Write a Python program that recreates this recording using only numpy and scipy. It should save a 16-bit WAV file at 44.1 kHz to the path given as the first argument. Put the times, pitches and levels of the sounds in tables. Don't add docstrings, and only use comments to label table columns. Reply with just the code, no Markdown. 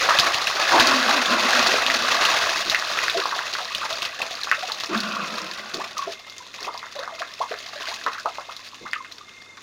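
import sys
import numpy as np
from scipy import signal
from scipy.fft import rfft, irfft
from scipy.io import wavfile

SR = 44100
rng = np.random.default_rng(int(sys.argv[2]) if len(sys.argv) > 2 else 0)


def dump_mix(stems):
    frames = np.atleast_2d(stems).T
    limited = np.clip(frames, -1, 1)
    pcm = np.round(limited * 32767).astype(np.int16)
    wavfile.write(sys.argv[1], SR, pcm)


N = 424241
TIME = np.arange(N) / SR


def gain_of(db):
    return 10 ** (np.asarray(db) / 20)


def evened(x):
    return x / np.sqrt(np.mean(x ** 2) + 1e-20)


def add(mix, s, sound):
    part = mix[max(round(s * SR), 0):][:len(sound)]
    part += sound[:len(part)]


def coloured(x, points):
    hz, db = np.transpose(points)
    f = np.fft.rfftfreq(len(x), 1 / SR)
    gain = gain_of(np.interp(np.log(f + 1), np.log(hz), db))
    return irfft(rfft(x) * gain, len(x))


def wander(per_s):
    knots = np.arange(0, TIME[-1] + 1, 1 / per_s)
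    return evened(np.interp(TIME, knots, rng.standard_normal(len(knots))))


def resonate(x, hz, width):
    turn = np.exp(2j * np.pi * np.cumsum(hz * np.ones(len(x))) / SR)
    r = np.exp(-np.pi * width / SR)
    smooth = signal.lfilter([1 - r], [1, -r], x / turn + 1e-18)
    return 2 * (turn * smooth).real


def night():
    # start in seconds, level in dB before its flutter.
    trills = [(6.11, -43), (6.57, -40.5), (6.97, -43.5), (7.38, -43), (8.28, -42.5), (8.79, -41.5),
              (9.24, -41.5)]
    # frequency in Hz, relative level in dB per Hz.
    air_colour = [(25, -4), (100, -7), (220, 5), (600, 0), (1150, 6.5), (1700, 1.5), (4000, -8),
                  (6500, -7.5), (16000, -22)]
    trill_s, pulses_per_s = 0.34, 32.5
    frog = np.zeros(N)
    t = np.arange(0, trill_s, 1 / SR)
    pulse = t * pulses_per_s % 1
    for start, db in trills:
        note = np.sin(2 * np.pi * np.cumsum(2150 - 70 * pulse) / SR) * np.sin(np.pi * pulse)
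        flutter = gain_of(1.9 * wander(27)[:len(t)])
        add(frog, start, gain_of(db) * note * signal.windows.tukey(len(t), .25) * flutter)
    strokes = np.sin(np.pi * 30 * TIME) ** 2
    tone = np.sin(2 * np.pi * np.cumsum(3560 + 45 * wander(130)) / SR)
    insect = tone * strokes * gain_of(1.5 * wander(2.04))
    hum = gain_of(-66) * np.sin(2 * np.pi * 100 * TIME)
    air = evened(coloured(rng.standard_normal(N), air_colour))
    return frog + gain_of(-51) * insect + hum + gain_of(-52.5) * air


def bank(x, t60_s=0.18, count=6):
    t, out = TIME[:SR // 2], np.zeros(N)
    for k in range(count):
        tail = rng.standard_normal(len(t)) * gain_of(-60 * t / t60_s) * (t > .008)
        tail = coloured(tail, [(200, 1.5), (1100, -2.0), (3000, -6.5), (8000, -4.0)])
        turn = np.minimum((10 * TIME - k) % count, 2)
        out += signal.oaconvolve(x * np.sin(np.pi / 2 * turn), tail / np.linalg.norm(tail))[:N]
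    return out


def scattered(sound, echo_db, decay_s, count=14):
    delay = rng.uniform(0.0031, 0.03, count)
    size = gain_of(echo_db) * np.exp(-delay / decay_s) * rng.choice([-1, 1], count)
    taps = np.bincount((delay * SR).astype(int), size)
    taps[0] += 1
    return signal.fftconvolve(sound, taps)


def bubble(hz, cycles, rise):
    turns = np.arange(int(10 * cycles * SR / hz) + 2) * hz / SR
    age = turns / cycles
    return age * np.exp(1 - age) * np.sin(2 * np.pi * turns * (1 + rise * age))


def spray(decay_s):
    # frequency in Hz, gain in dB.
    crack_colour = [(200, 6), (900, -28), (3500, 14.5), (7000, -2.5), (16000, 4)]
    return coloured(rng.standard_normal(4096) * np.exp(-TIME[:4096] / decay_s), crack_colour)


def splash(hz, cycles, trail_db, trail_s, count=40):
    out = np.zeros(SR // 5)
    add(out, 0, bubble(hz, cycles, 0.003))
    add(out, 0, gain_of(-10.5) * (hz / 4000) ** 1.5 * spray(0.00077))
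    delays = 0.002 + 4 * trail_s * (np.arange(count) + rng.random(count)) / count
    detunes, signs = rng.uniform(-0.41, 0.38, count), rng.choice([-1, 1], count)
    for late, detune, sign in zip(delays, detunes, signs):
        ring = bubble(hz * np.exp(detune), 1.3, .02)
        add(out, late, gain_of(trail_db - 4.5) * sign * np.exp(-late / trail_s) * ring)
    return signal.lfilter(*signal.butter(1, hz / 2, "high", fs=SR), out)


def water_levels():
    # time in seconds, spatter level in dB.
    stream = [(0, -23.5), (.5, -27), (.75, -22), (1.4, -25.5), (1.58, -22), (2.0, -27), (2.28, -22),
              (2.63, -29.5), (2.98, -28), (3.68, -34.5), (4.8, -36), (5.5, -37), (6.05, -44), (6.22, -47),
              (7.8, -40.5), (9.05, -48.5), (9.55, -52.5)]
    # start in seconds, seconds until the release, churn level in dB, spatter level in dB.
    sloshes = [(0.0, 0.31, -24.5, -41), (0.712, 0.087, -20, -35), (3.8, 0.065, -29.5, -42),
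               (4.915, 0.042, -26.5, -35), (5.72, 0.15, -38, -41.5), (5.959, 0.18, -40.5, -38.5),
               (6.568, 0.1, -39, -43.5), (6.941, 0.2, -38.5, -57), (7.715, 0.19, -39, -40),
               (8.633, 0.038, -57, -37.5)]
    attack_s, release_s = 0.016, 0.01
    stream_db = np.interp(TIME, *np.transpose(stream))
    churn = gain_of(-19.5 + 1.304 * (stream_db + 22)) ** 2
    spatter = gain_of(stream_db) ** 2
    t = TIME[:SR // 2]
    for s, length, churn_db, spatter_db in sloshes:
        shape = np.minimum(t / attack_s, 1) * np.exp(-np.maximum(t - length, 0) / release_s)
        add(churn, s, (gain_of(churn_db) * shape) ** 2)
        add(spatter, s, (gain_of(spatter_db) * shape) ** 2)
    return 10 * np.log10(churn), 10 * np.log10(spatter)


def blips(churn_db, per_s=28, cycles=6, rise=0.023, spread_db=7, ceiling_db=-22):
    out = np.zeros(N)
    for when, pitch, size in rng.random((int(per_s * N / SR), 3)):
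        db = min(churn_db[int(when * N)] + spread_db * size ** 2, ceiling_db)
        add(out, when * N / SR, gain_of(db) * bubble(900 * 3.2 ** pitch, cycles, rise))
    return out


def dribble(spatter_db, per_s=30, ceiling_db=-23, ring_s=.00025):
    out = np.zeros(N)
    for when, pitch, size in rng.random((int(per_s * N / SR), 3)):
        db = min(spatter_db[int(when * N)] + 4 + 12 * size ** 2, ceiling_db)
        hz = 900 * 6 ** np.sqrt(pitch)
        drop = splash(hz, cycles=1 + ring_s * hz, trail_db=-4, trail_s=0.0082, count=16)
        add(out, when * N / SR, gain_of(db) * drop)
    return out


def gurgles():
    # start in seconds, length in seconds, level in dB, pitch in Hz.
    hollows = [(2.645, 0.064, -40.5, 286), (3.135, 0.088, -36.5, 442), (5.129, 0.12, -31, 1130),
               (5.729, 0.075, -38.5, 332), (6.588, 0.14, -47.5, 396), (8.052, 0.042, -43.5, 338),
               (8.798, 0.076, -47.5, 290)]
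    width_hz = 290
    out = np.zeros(N)
    for s, length, db, hz in hollows:
        stir = rng.standard_normal(int(length * SR))
        ring = evened(resonate(resonate(stir, hz, width_hz), hz, width_hz))
        add(out, s, gain_of(db) * ring * signal.windows.tukey(len(ring), .6))
    return out


def plinks():
    # start in seconds, level in dB, starting pitch in Hz.
    freed = [(3.145, -20.5, 663), (3.603, -28.5, 717), (3.918, -28, 643), (4.578, -35, 590),
             (4.945, -25, 220), (5.035, -33.5, 204), (5.815, -22.5, 1125), (5.968, -22, 1214),
             (5.99, -18, 1100), (6.023, -22, 1075), (6.957, -34, 587), (6.99, -28.5, 540),
             (7.122, -33, 650), (7.756, -35, 570), (8.26, -16.5, 1240), (8.96, -22, 1207),
             (9.004, -28, 1045), (9.209, -33.5, 1156)]
    out = np.zeros(N)
    for s, db, hz in freed:
        ring = bubble(hz, cycles=4, rise=.006)
        add(out, s, gain_of(db) * scattered(ring, echo_db=-16, decay_s=.025))
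    return out


def glugs():
    # start in seconds, level in dB, first pitch in Hz, last pitch in Hz, length in seconds.
    risers = [(3.155, -28, 323, 414, 0.035), (3.208, -25, 850, 1270, 0.025),
              (3.323, -28, 714, 1040, 0.0096), (3.835, -23.5, 700, 1263, .032),
              (4.627, -22, 723, 761, 0.023), (5.79, -26, 418, 1126, 0.026), (6.072, -25, 604, 700, 0.015),
              (6.067, -30, 320, 442, 0.025), (6.4, -35.5, 920, 1044, 0.019),
              (6.672, -21.5, 450, 1310, 0.021), (6.742, -27, 505, 1120, 0.018),
              (6.994, -33.5, 560, 1400, 0.025), (7.205, -27, 570, 747, 0.017),
              (7.402, -16, 467, 1200, .025), (7.509, -25.5, 300, 785, 0.021),
              (7.901, -29.5, 534, 1135, 0.04), (8.177, -26, 1000, 1740, 0.018),
              (8.249, -27, 440, 964, 0.016), (8.485, -29, 398, 1420, 0.021), (8.85, -30, 700, 1390, 0.0197)]
    out = np.zeros(N)
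    for s, db, first_hz, last_hz, length in risers:
        u = np.arange(0, 1, 1 / (length * SR))
        hz = first_hz + (last_hz - first_hz) * np.sin(np.pi / 2 * u)
        tone = np.sin(2 * np.pi * np.cumsum(hz) / SR) * np.sin(np.pi * u)
        add(out, s, gain_of(db) * scattered(tone, echo_db=-11, decay_s=.025))
        wake = splash(last_hz, cycles=1.5, trail_db=1, trail_s=.016)
        add(out, s + length / 2, gain_of(db - 10) * wake)
        add(out, s + length / 2, gain_of(db - 24.5) * spray(0.0067))
    return out


def drops():
    # start in seconds, level in dB ahead of the offsets below, pitch in Hz.
    smacks = [(0.188, -4, 3100), (0.198, -5, 4440), (.344, -10, 2740), (.471, -9, 2650), (0.798, -3, 3100),
              (0.872, -9, 4400), (1.67, -8, 4300), (2.2515, -6, 2900), (2.6984, -9, 3820),
              (3.098, -14, 3700), (3.749, -11.5, 2970), (3.928, -18.5, 3700), (4.021, -15, 2730),
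              (4.052, -17, 2900), (4.2177, -12.5, 2550), (4.434, -16, 4000), (4.7195, -16, 4100),
              (4.801, -19.5, 3580), (4.9765, -19, 3660), (5.004, -16, 4270), (5.7433, -19, 4390),
              (5.981, -22, 5780), (6.298, -29, 4540), (6.382, -29, 6000), (6.6295, -24, 4400),
              (6.777, -28, 5000), (6.992, -25, 3830), (7.5885, -27, 4660), (7.823, -24, 2800),
              (7.9415, -24, 4190), (8.1985, -27, 5000), (8.5655, -25, 3900), (9.122, -27, 4050)]
    out = np.zeros(N)
    for s, db, hz in smacks:
        add(out, s, gain_of(db + 2.0) * splash(hz, cycles=1.5, trail_db=-4, trail_s=0.008))
        add(out, s, gain_of(db - 18.0) * spray(0.0099))
    return out


def slaps():
    # start in seconds, level in dB, pitch in Hz,
    # trailing bubbles in dB relative to the lump (ahead of the offset and decay in splash).
    lumps = [(0.0893, 0, 1100, -14), (.107, -1, 1230, -3), (1.086, -5, 1130, 0), (1.741, -10, 620, -14),
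             (1.8645, -1, 2900, -7), (1.901, -1, 1830, -14), (2.747, 1, 1900, -8), (2.824, -10, 1390, -13),
             (2.989, -4, 1900, -12), (3.082, -4, 1650, -9), (3.256, -7, 1030, -8), (3.391, -6.5, 1500, -14),
             (3.323, -13, 1200, 0), (3.552, -11, 1450, -7), (3.586, -18, 1000, 0), (4.202, -18, 760, -8),
             (4.227, -16, 1000, -4), (4.472, -14, 1230, -5), (4.5146, 3, 1750, -5), (4.699, -15, 1150, -5),
             (6.829, -20, 1230, -2), (6.867, -22, 1500, -7), (7.077, -15, 1150, -5), (7.183, -26, 1250, -4),
             (7.219, -12, 1600, -5), (7.516, -17, 1600, -3), (7.541, -15.5, 1540, -12),
             (8.014, -20, 1600, -10), (8.064, -7, 1270, 0), (8.118, -22, 1200, -2), (8.148, -21, 1500, 1),
             (8.258, -7.5, 950, -7), (8.384, -16, 900, -5), (8.863, -24, 1400, 2), (8.933, -5, 1900, -8),
             (9.047, -24, 1780, -4), (9.574, -29, 1430, 0)]
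    out = np.zeros(N)
    for s, db, hz, trail_db in lumps:
        add(out, s, gain_of(db) * splash(hz, cycles=0.71, trail_db=trail_db, trail_s=0.015))
        add(out, s, gain_of(db - 32) * spray(0.0035))
    return out


def squirts():
    # start in seconds, length in seconds, level in dB before
    # the fade, drone fade in dB per second, first cavity pitch in Hz, low gush level in dB,
    # gush length in seconds, high gush in dB relative to the low.
    trunkfuls = [(.707, 1.55, -32, 10, 266.3, -31, 0.11, 15.5),
                 (4.884, 1.22, -38, 21.5, 213, -31, 0.072, -9)]
    # frequency in Hz, width in Hz of the first pass
    # (the second is twice as wide), level in dB relative to the others.
    mouth = [(363, 46, -6), (643, 245, 1.5), (1130, 120, 6), (1383, 170, 9), (2500, 530, 2.5)]
    sag_hz_per_s = 14.4
    sputter_db, sputter_per_s = 2.5, 24
    cavity_wobble, lip_glide = 0.048, 0.046
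    hollow_db, hollow_fade_share = -2.5, 0.64
    out = np.zeros(N)
    for s, length, db, fade_db_per_s, hz, gush_db, gush_s, bright_db in trunkfuls:
        t = TIME[:int(length * SR)]
        jet = rng.standard_normal(len(t))
        wobble = 1 + cavity_wobble * wander(sputter_per_s)[:len(t)]
        pitch = (hz - sag_hz_per_s * t) * wobble
        drone = evened(resonate(resonate(jet, pitch, 46), pitch, 46))
        lips = 1 + lip_glide * wander(9.33)[:len(t)]
        hollow = np.zeros(len(t))
        for f, width, level in mouth:
            ringing = resonate(resonate(jet, f * lips, width), f * lips, 2 * width)
            hollow += gain_of(level) * evened(ringing)
        pressure = gain_of(db + sputter_db * wander(sputter_per_s)[:len(t)])
        ring = drone * gain_of(-fade_db_per_s * t)
        ring += hollow * gain_of(hollow_db - hollow_fade_share * fade_db_per_s * t)
        add(out, s, pressure * ring * signal.windows.tukey(len(t), .05))
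        gush = rng.standard_normal(int(gush_s * SR))
        low = evened(resonate(resonate(gush, 345, 74), 345, 74))
        high = evened(resonate(resonate(gush, 850, 460), 850, 460))
        burst = low + gain_of(bright_db) * high
        add(out, s, gain_of(gush_db) * burst * signal.windows.tukey(len(gush), .6))
    return out


def patter(lo_hz, hi_hz, per_s, spread_db, cycles, crack_db, count=24):
    at = np.flatnonzero(rng.random(N) < per_s / SR)
    strength_db = spread_db * np.minimum(rng.exponential(1, len(at)), 3.5)
    size = gain_of(strength_db) * rng.choice([-1, 1], len(at))
    kind, out = rng.integers(0, count, len(at)), np.zeros(N)
    for k, hz in enumerate(np.geomspace(lo_hz, hi_hz, count)):
        hits = np.bincount(at[kind == k], size[kind == k], N)
        ring = bubble(hz, cycles * rng.uniform(0.47, 1.65), 0.027) * hz / hi_hz
        out += signal.oaconvolve(hits, ring)[:N]
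    return evened(out) + gain_of(crack_db) * evened(np.bincount(at, size, N))


def clumps(per_s, decay_s):
    lumps = (rng.random(N) < per_s / SR) * rng.exponential(1, N)
    ringing = signal.lfilter([1], [1, -np.exp(-1 / (decay_s * SR))], lumps)
    power = ringing / (per_s * decay_s)
    return np.sqrt((power + .6) / 1.6)


def pour(churn_db, spatter_db):
    # frequency in Hz, relative level in dB per Hz.
    pool_colour = [(18, -72), (30, -16), (184, -10), (259, -6.5), (437, -20.5), (666, -5), (937, -1.5),
                   (1130, 7.5), (2290, -6.5), (2540, -9.5), (3060, -8), (4420, -13.5), (6720, -21.5),
                   (7470, -27.5), (16000, -26.5)]
    churn_tilt = [(160, 4.0), (270, 2), (440, 4.5), (650, 3.5), (1100, -2.5), (1900, 0.5), (2800, -7.5)]
    spatter_tilt = [(1300, -17.0), (2200, 3.0), (7000, 1.5), (15000, 7)]
    flow = gain_of(.6 * (spatter_db - spatter_db.max()))
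    churn = patter(326.5, 2352, 1700 * flow, spread_db=2.5, cycles=2.49, crack_db=-13)
    spatter = patter(2100, 9100, 3500 * flow, spread_db=2.2, cycles=2.74, crack_db=2.5)
    sparseness = np.sqrt(flow / flow.mean())
    churn = churn / sparseness + gain_of(-10) * rng.standard_normal(N)
    spatter = spatter / sparseness + rng.standard_normal(N)
    churn = evened(coloured(coloured(churn, pool_colour), churn_tilt))
    spatter = evened(coloured(coloured(spatter, pool_colour), spatter_tilt))
    stream = churn * gain_of(churn_db) + spatter * gain_of(spatter_db)
    return stream * clumps(260 * flow, decay_s=0.0058)


def scene():
    churn_db, spatter_db = water_levels()
    water = blips(churn_db) + dribble(spatter_db) + gurgles() + plinks() + glugs()
    water += drops() + slaps() + squirts() + pour(churn_db, spatter_db)
    return (night() + gain_of(-11.0) * bank(water) + water)[None]


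def record(dry):
    # frequency in Hz, gain in dB.
    overall_colour = [(350, 1), (450, 4), (660, 1), (800, -4), (1120, -0.5), (1600, -3), (1950, -0.5),
                      (2330, -5.5), (2560, 3.5), (3000, -3), (3750, 3), (7000, 5), (7400, -2.5),
                      (16000, -12)]
    heard = np.tanh(coloured(dry[0], overall_colour))
    band_limit = signal.firwin(511, 15900, window=("kaiser", 9), fs=SR)
    return signal.oaconvolve(heard, band_limit, "same")[None]


dry = scene()
out = record(dry)
dump_mix(out)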